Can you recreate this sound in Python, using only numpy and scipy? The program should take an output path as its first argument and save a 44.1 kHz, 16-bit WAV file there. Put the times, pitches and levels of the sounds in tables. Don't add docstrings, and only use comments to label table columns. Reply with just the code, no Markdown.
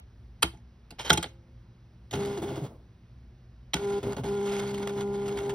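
import sys
import numpy as np
from scipy import signal
from scipy.fft import rfft, irfft
from scipy.io import wavfile
from scipy.ndimage import uniform_filter1d

SR = 44100
rng = np.random.default_rng(int(sys.argv[2]) if len(sys.argv) > 2 else 0)


def generate_wav(sig):
    pcm = np.round(np.clip(np.atleast_2d(sig).T, -1, 1) * 32767).astype(np.int16)
    wavfile.write(sys.argv[1], SR, pcm)


N = 244314
HZ = np.fft.rfftfreq(N, 1 / SR)

# on and off in seconds, t60 of the coasting gears in seconds,
# spin-up in seconds, base levels in dB of whine, step tone, rotor tone, case rumble and gear grind,
# change of whine and step tone in dB per second.
FEEDS = [(2.128, 2.38, 0.26, 0.082, -32, -37, -44, -40, -44, -23),
         (2.419, 2.661, 0.19, .04, -34.5, -48, -43, -40, -47, -81),
         (3.742, 3.987, 0.16, 0.11, -32.5, -41, -54.5, -44.5, -46.5, 6.5),
         (4.03, 4.132, 0.11, 0.046, -32, -37, -45, -41.5, -49.5, -48),
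         (4.167, 4.194, 0.16, 0.035, -38, -43, -47, -39.5, -52, -3),
         (4.236, 5.602, .1, 0.049, -33, -37, -48.5, -45, -47, -0.75)]


def motor():
    # multiple of the rotor cycle, level in dB against the tone's level.
    whine = [(6, -0.5), (12, -16.5), (15, -23), (18, -35.5), (21, -28)]
    step = [(3, -2.5), (9, -27.5)]
    rotor = [(2, 2.5), (4, -6.5), (8, -28), (10, -16), (13, -8)]
    # frequency in Hz, relative level in dB.
    rumble_spectrum = [(40, -20.5), (90, 2.5), (150, 0.5), (300, 1), (500, -4.5), (850, -9), (1100, -15),
                       (2000, -39)]
    rotor_hz = 67.04
    hum_stop_t60_s = .05

    whine_db, step_db, rotor_db, rumble_db, grind_db = motor_levels()
    phase = 2 * np.pi * rotor_hz * np.arange(N) / SR + 0.027 * drift(22)
    hum = tones(whine, whine_db, phase) + tones(step, step_db, phase)
    hum += tones(rotor, rotor_db + 2.8 * drift(11), phase)
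    rumble = from_db(rumble_db + 2.45 * drift(25)) * coloured(rumble_spectrum)
    teeth = rms_one((1 + backlash()) * grit(spread_db=-0.5))
    grind = from_db(grind_db + 1.54 * drift(35)) * teeth

    gears_on = powered(np.transpose(FEEDS)[2])
    tones_on = uniform_filter1d(powered([hum_stop_t60_s] * len(FEEDS)), size=220)
    case_on = uniform_filter1d(gears_on ** .5, size=220)
    return tones_on * hum + case_on * rumble, gears_on * grind


def motor_levels():
    # time in seconds, changes in dB of whine, step tone, case rumble and gear grind.
    wander = [(4.27, 3, -0.5, -1, 0), (4.36, 4, 0.6, -3, -2), (4.54, 3, 2, -5, 8.5),
              (4.63, 0.2, 1, -2, 4.5), (4.72, -1.5, .8, -2, 2), (4.94, 0.2, -0.7, .3, -3.5),
              (4.99, 1.9, -0.5, 4, 3.2), (5.064, 2, 3, -6.5, -7.5), (5.33, 2, -2, 1, 1.1),
              (5.4, 0, -12, 2.5, -0.5), (5.47, 3, -7, 2.5, 1), (5.54, 1.5, -16, -3, -5.5)]
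    spin_up_db = -15
    jolt_db, bite_db, jolt_s = 7, 5.5, 0.072
    grind_follows = 0.26

    t, on = np.arange(N) / SR, np.transpose(FEEDS)[0]
    latest = np.searchsorted(on, t).clip(1) - 1
    on, off, coast, spin_s, whine, step, rotor, rumble, grind, slope = np.transpose(FEEDS)[:, latest]
    since = np.maximum(t - on, 0)
    tone = spin_up_db * np.clip(1 - since / spin_s, 0, 1) + slope * since
    jolt = np.exp(-since / jolt_s)
    whine_db, step_db, rumble_db, grind_db = in_time(wander)
    return (whine + tone + whine_db,
            step + tone + step_db,
            rotor + np.minimum(tone, 0) / 2,
            rumble + jolt_db * jolt + rumble_db,
            grind + bite_db * jolt + grind_follows * slope * since + grind_db)


def powered(t60_s):
    t = np.arange(N) / SR
    spells = []
    for (on, off, *levels), t60 in zip(FEEDS, t60_s):
        fall = from_db(-60 * np.maximum(t - off, 0) / t60)
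        spells.append((t >= on) * fall)
    return np.max(spells, axis=0)


def tones(orders, level_db, phase):
    partials = sum(from_db(db) * np.sin(k * phase + k * k) for k, db in orders)
    return np.sqrt(2) * from_db(level_db) * partials


def backlash():
    ticks_per_s, tick_db, t60_s = 70, -8, 0.02
    struck = rng.random(N) < ticks_per_s / SR
    extra_db = 2.96 * np.minimum(rng.exponential(1, N), 3)
    return signal.lfilter([1], [1, -from_db(-60 / (t60_s * SR))], struck * from_db(tick_db + extra_db))


def groans():
    # start in seconds, length in seconds, start and end frequency in Hz,
    # level in dB.
    glides = [(2.135, 0.086, 106.7, 204, -38), (2.366, 0.047, 390, 302, -37),
              (2.422, 0.037, 295, 397, -36.5), (2.505, 0.036, 340, 340, -37), (2.566, 0.033, 327, 310, -36),
              (2.6, 0.068, 208.6, 97.4, -36), (4.027, 0.046, 220, 276, -39),
              (4.045, 0.046, 117.4, 125, -34.5), (4.17, 0.08, 143, 113, -37)]
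    out = np.zeros(N)
    for s, length, start_hz, end_hz, db in glides:
        count = round(length * SR)
        phase = 2 * np.pi * np.cumsum(np.geomspace(start_hz, end_hz, count)) / SR
        tone = np.sin(phase) + 0.25 * np.sin(2 * phase)
        out[round(s * SR):][:count] += 2 * from_db(db) * np.hanning(count) * tone
    return out


def paper_crackle():
    # start in seconds, level in dB before the case colours it.
    crackles = [(2.249, -34.5), (2.372, -38), (2.557, -35), (4.121, -40), (4.565, -35), (4.591, -36.5),
                (4.62, -35), (4.741, -36), (4.777, -36.5), (4.825, -38.5), (4.872, -35.5), (4.889, -35.5),
                (5.006, -34), (5.279, -35), (5.371, -35.5), (5.384, -35.5), (5.493, -31)]
    rise_s, t60_s = 0.0012, 0.084
    return bursts([(s, db, rise_s, t60_s) for s, db in crackles]) * grit(spread_db=6.0)


def clacks():
    # frequency in Hz, relative level in dB, t60 in seconds.
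    metal_parts = [(3211, -22.5, 0.031), (3670, -23.5, 0.0052), (3970, -31.5, 0.03), (5380, -32, 0.014)]
    # frequency in Hz, level in dB against the thud, t60 in seconds.
    frame_modes = [(63.7, -9, 0.2), (116, -4, 0.25), (172, -7.5, 0.14), (203, -12.5, 0.11), (263.5, -7, .1),
                   (335, -6, 0.16), (422, -4, 0.083), (688, -5, 0.036), (857, -3, 0.063)]
    # frequency in Hz, level in dB, t60 in seconds.
    rail_modes = [(341.5, -55, 1.9), (530, -55, 1.4), (2820, -71.5, .9)]

    s, rattle_db, rise, t60, lift_db, metal_db, thud_db = contacts()
    contact = bursts(zip(s, rattle_db, rise, t60)) * grit(spread_db=2.0)
    latest = np.searchsorted(s, np.arange(N) / SR).clip(1) - 1
    rattle = treble(case(contact, patchy_db=4.5), lift_db[latest], hz=2570)
    metal_drive = contact * from_db(metal_db[latest])
    metal = sum(from_db(db) * ring(metal_drive, hz, ring_t60) for hz, db, ring_t60 in metal_parts)

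    at = ((s + rise + .003) * SR).astype(int)
    frame = np.zeros(N)
    strength_db = 3 * rng.standard_normal((len(s), len(frame_modes)))
    for k, (hz, db, ring_t60) in enumerate(frame_modes):
        push = np.full(N, 1e-18)
        push[at] = from_db(thud_db + db + strength_db[:, k]) * (-1) ** k
        frame += ring(push, hz, ring_t60)

    hardest = np.full(N, 1e-18)
    hardest[at[np.argmax(thud_db)]] = 1
    rail = sum(from_db(db) * ring(hardest, hz, ring_t60) for hz, db, ring_t60 in rail_modes)
    return rattle + metal + uniform_filter1d(frame, size=21) + rail


def contacts():
    # start in seconds, rattle level in dB, t60 in seconds, treble lift in dB,
    # metal drive in dB, thud level in dB.
    blows = [(0.4217, -31, .046, 12.5, -21, -54), (0.427, -18.5, 0.036, 5, 5, -28.5),
             (.53, -55, 0.06, -18, -18, -50), (.57, -59.5, 0.053, -14, -23, -58),
             (0.905, -42, 0.042, -2.5, -17, -46), (1.095, -31.5, 0.067, 4, 3, -45),
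             (1.101, -15, 0.028, 1.5, 6.5, -20), (1.129, -30.5, 0.02, 7.5, -14.5, -28.5),
             (1.173, -30, 0.026, 5.5, 8, -29), (1.2256, -33, 0.053, 5.5, 0.5, -48),
             (1.24, -33.5, 0.042, -8.5, -18, -38.5), (2.109, -45, 0.17, 4.5, -6, -45),
             (2.1354, -25, .021, -9.5, -3, -35.5), (3.733, -35, 0.013, 0, 16.5, -38),
             (3.7387, -25.5, 0.019, 8, 2, -30.5), (4.03, -48, 0.061, -5.5, -2, -40.5),
             (4.164, -34, 0.035, -20, -24, -39), (4.239, -41, 0.037, -4, -17, -32)]
    # delay in seconds, rattle in dB against the blow, t60 in seconds, treble lift in dB,
    # metal drive in dB, thud in dB against the blow.
    rebound = (.013, -17.5, 0.17, -8.5, -9, -1)
    # start in seconds, rattle level in dB, t60 in seconds.
    slides = [(.984, -31.5, 0.13), (1.041, -34, 0.41)]
    blow_rise_s, slide_rise_s = .0026, 0.014
    slide_lift_db, slide_metal_db, slide_thud_db = -8, -4, -42

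    delay, less_rattle_db, rebound_t60, rebound_lift_db, rebound_metal_db, less_thud_db = rebound
    rows = []
    for s, db, t60, lift, metal, thud in blows:
        rows.append((s, db, blow_rise_s, t60, lift, metal, thud))
        rows.append((s + delay, db + less_rattle_db, blow_rise_s, rebound_t60,
                     rebound_lift_db, rebound_metal_db, thud + less_thud_db))
    for s, db, t60 in slides:
        rows.append((s, db, slide_rise_s, t60, slide_lift_db, slide_metal_db, slide_thud_db))
    return np.transpose(sorted(rows))


def case(x, patchy_db):
    # frequency in Hz, width in Hz, relative level in dB.
    panels = [(867, 91, 5.5), (1430.4, 89, 12.5), (2149, 170, 2.5), (2780, 150, 8), (3380, 390, 5),
              (4567, 720, 2), (5240, 190, 2.5), (6530, 870, 3.5), (7923, 400, 4.5), (9620, 900, -4),
              (14100, 1500, -7)]
    # frequency in Hz, relative level in dB.
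    base_spectrum = [(200, -13), (500, 7.5), (1000, 2.5), (3000, -2), (6000, -19), (10000, -13.5),
                     (15000, -37.5), (16000, -45.5)]
    uneven = [from_db(patchy_db * drift(24)) for panel in panels]

    def shape(v):
        out = irfft(rfft(v) * from_db(at_hz(base_spectrum)), N)
        for k, (hz, width_hz, db) in enumerate(panels):
            out = out + (-1) ** k * from_db(db) * resonance(v * uneven[k], hz, width_hz)
        return out

    return shape(x) / np.std(shape(rng.standard_normal(N)))


def tail(x):
    level_db, t60_s, rise_s = -21, .22, 0.0086
    t = np.arange(SR // 2) / SR
    response = rng.standard_normal(len(t)) * from_db(-60 * t / t60_s) * np.minimum(t / rise_s, 1)
    unit_energy = response / np.sqrt(np.sum(response ** 2))
    return from_db(level_db) * signal.fftconvolve(x, unit_energy)[:N]


def room():
    # frequency in Hz, level in dB rms before wavering.
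    mains = [(59.5, -64), (119, -66), (238, -69.5)]
    # frequency in Hz, relative level in dB.
    room_spectrum = [(15, -62), (25, -24.5), (36, -6.5), (60, -2.5), (86, -14.5), (122, -1), (146, -20),
                     (180, -12.5), (265, -27.5), (357, -23), (383, -27), (528, -31.5), (6000, -48),
                     (7800, -75.5), (13200, -120)]
    room_db, rumble_db, hiss_db = -52.5, -57.5, -91.5

    t = np.arange(N) / SR
    hum = sum(np.sqrt(2) * from_db(db + 2.0 * drift(7)) * np.sin(2 * np.pi * hz * t) for hz, db in mains)
    low_noise = coloured([(25, -34.5), (45, -6), (58, 22.5), (85, 10.5), (120, -44.5)])
    rumble = from_db(rumble_db + 2.5 * drift(1.5)) * low_noise
    hiss = from_db(hiss_db) * coloured([(4000, -30), (6500, 6.0), (14500, 4.5), (15500, 7.5), (16200, -7)])
    return hum + rumble + hiss + from_db(room_db) * coloured(room_spectrum)


def from_db(db):
    return 10 ** (np.asarray(db) / 20)


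def rms_one(x):
    return x / np.sqrt(np.mean(x ** 2) + 1e-20)


def in_time(rows):
    s, *columns = np.transpose(rows)
    return [np.interp(np.arange(N) / SR, s, c) for c in columns]


def at_hz(points):
    hz, values = np.transpose(points)
    return np.interp(np.log(HZ + 1), np.log(hz), values)


def coloured(spectrum):
    return rms_one(irfft(rfft(rng.standard_normal(N)) * from_db(at_hz(spectrum)), N))


def drift(rate):
    knots = rng.standard_normal(N // 40 + 2002)
    r = np.exp(-80 * np.pi * rate / SR)
    slow = signal.lfilter([1], [1, -2 * r, r * r], knots)[2000:]
    return np.interp(np.arange(N) / 40, np.arange(len(slow)), rms_one(slow))


def grit(spread_db):
    return rms_one(rng.standard_normal(N) * from_db(spread_db * drift(400)))


def bursts(rows):
    env = np.full(N, 1e-9)
    for s, db, rise, t60 in rows:
        start = round(s * SR)
        t = np.arange(N - start)[:SR // 2] / SR
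        rise, t60 = max(rise, 2e-4), max(t60, 4e-3)
        fall = from_db(db - 60 * np.maximum(t - rise, 0) / t60)
        env[start:][:len(t)] += np.minimum(t / rise, 1) * fall
    return env


def resonance(x, hz, width_hz):
    r = np.exp(-np.pi * width_hz / SR)
    poles = [1, -2 * r * np.cos(2 * np.pi * hz / SR), r * r]
    return signal.lfilter([(1 - r * r) / 2, 0, (r * r - 1) / 2], poles, x)


def ring(x, hz, t60):
    r, w = from_db(-60 / (t60 * SR)), 2 * np.pi * hz / SR
    return signal.lfilter([0, np.sin(w)], [1, -2 * r * np.cos(w), r * r], x)


def treble(x, lift_db, hz):
    high = signal.sosfilt(signal.butter(1, hz, "high", fs=SR, output="sos"), x)
    return x + (from_db(lift_db) - 1) * high


def stereo(x):
    # frequency in Hz, phase of left against right in half turns.
    phase_difference = [(0, 0), (600, -.1), (1200, -.2), (2400, .35), (4400, .3), (5600, .05), (6000, .2),
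                        (6450, .9), (6650, 1), (8150, 1), (8450, 2), (12300, 2), (12600, 3), (14800, 3),
                        (15200, 4), (22050, 4)]
    # frequency in Hz, left minus right level in dB.
    balance = [(200, -.3), (700, 1.5), (1300, -1.2), (2400, -4), (4400, -1), (6500, 0)]
    # frequency in Hz, level in dB.
    diffuse = [(100, -40), (450, -28), (700, -15), (3000, -11), (6000, -14), (6600, -35)]

    hz, half_turns = np.transpose(phase_difference)
    half = from_db(at_hz(balance) / 2) * np.exp(.5j * np.pi * np.interp(HZ, hz, half_turns))
    scatter = rng.standard_normal(SR // 12) * from_db(np.linspace(0, -30, SR // 12))
    unit_energy = scatter / np.sqrt(np.sum(scatter ** 2))
    unalike = rfft(unit_energy, N) * from_db(at_hz(diffuse))
    return irfft(rfft(x) * np.array([half + unalike, 1 / half - unalike]), N)


def scene():
    hum, grind = motor()
    cased = case(grind + paper_crackle(), patchy_db=1.05)
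    feed = hum + groans() + treble(cased, -7, hz=4060)
    blows = clacks()
    return stereo(feed + blows + tail(blows) + room())


def record(dry):
    dry = signal.sosfilt(signal.butter(4, 46, "high", fs=SR, output="sos"), dry)
    return signal.sosfilt(signal.cheby2(16, 85, 16877, fs=SR, output="sos"), dry)


dry = scene()
out = record(dry)
generate_wav(out)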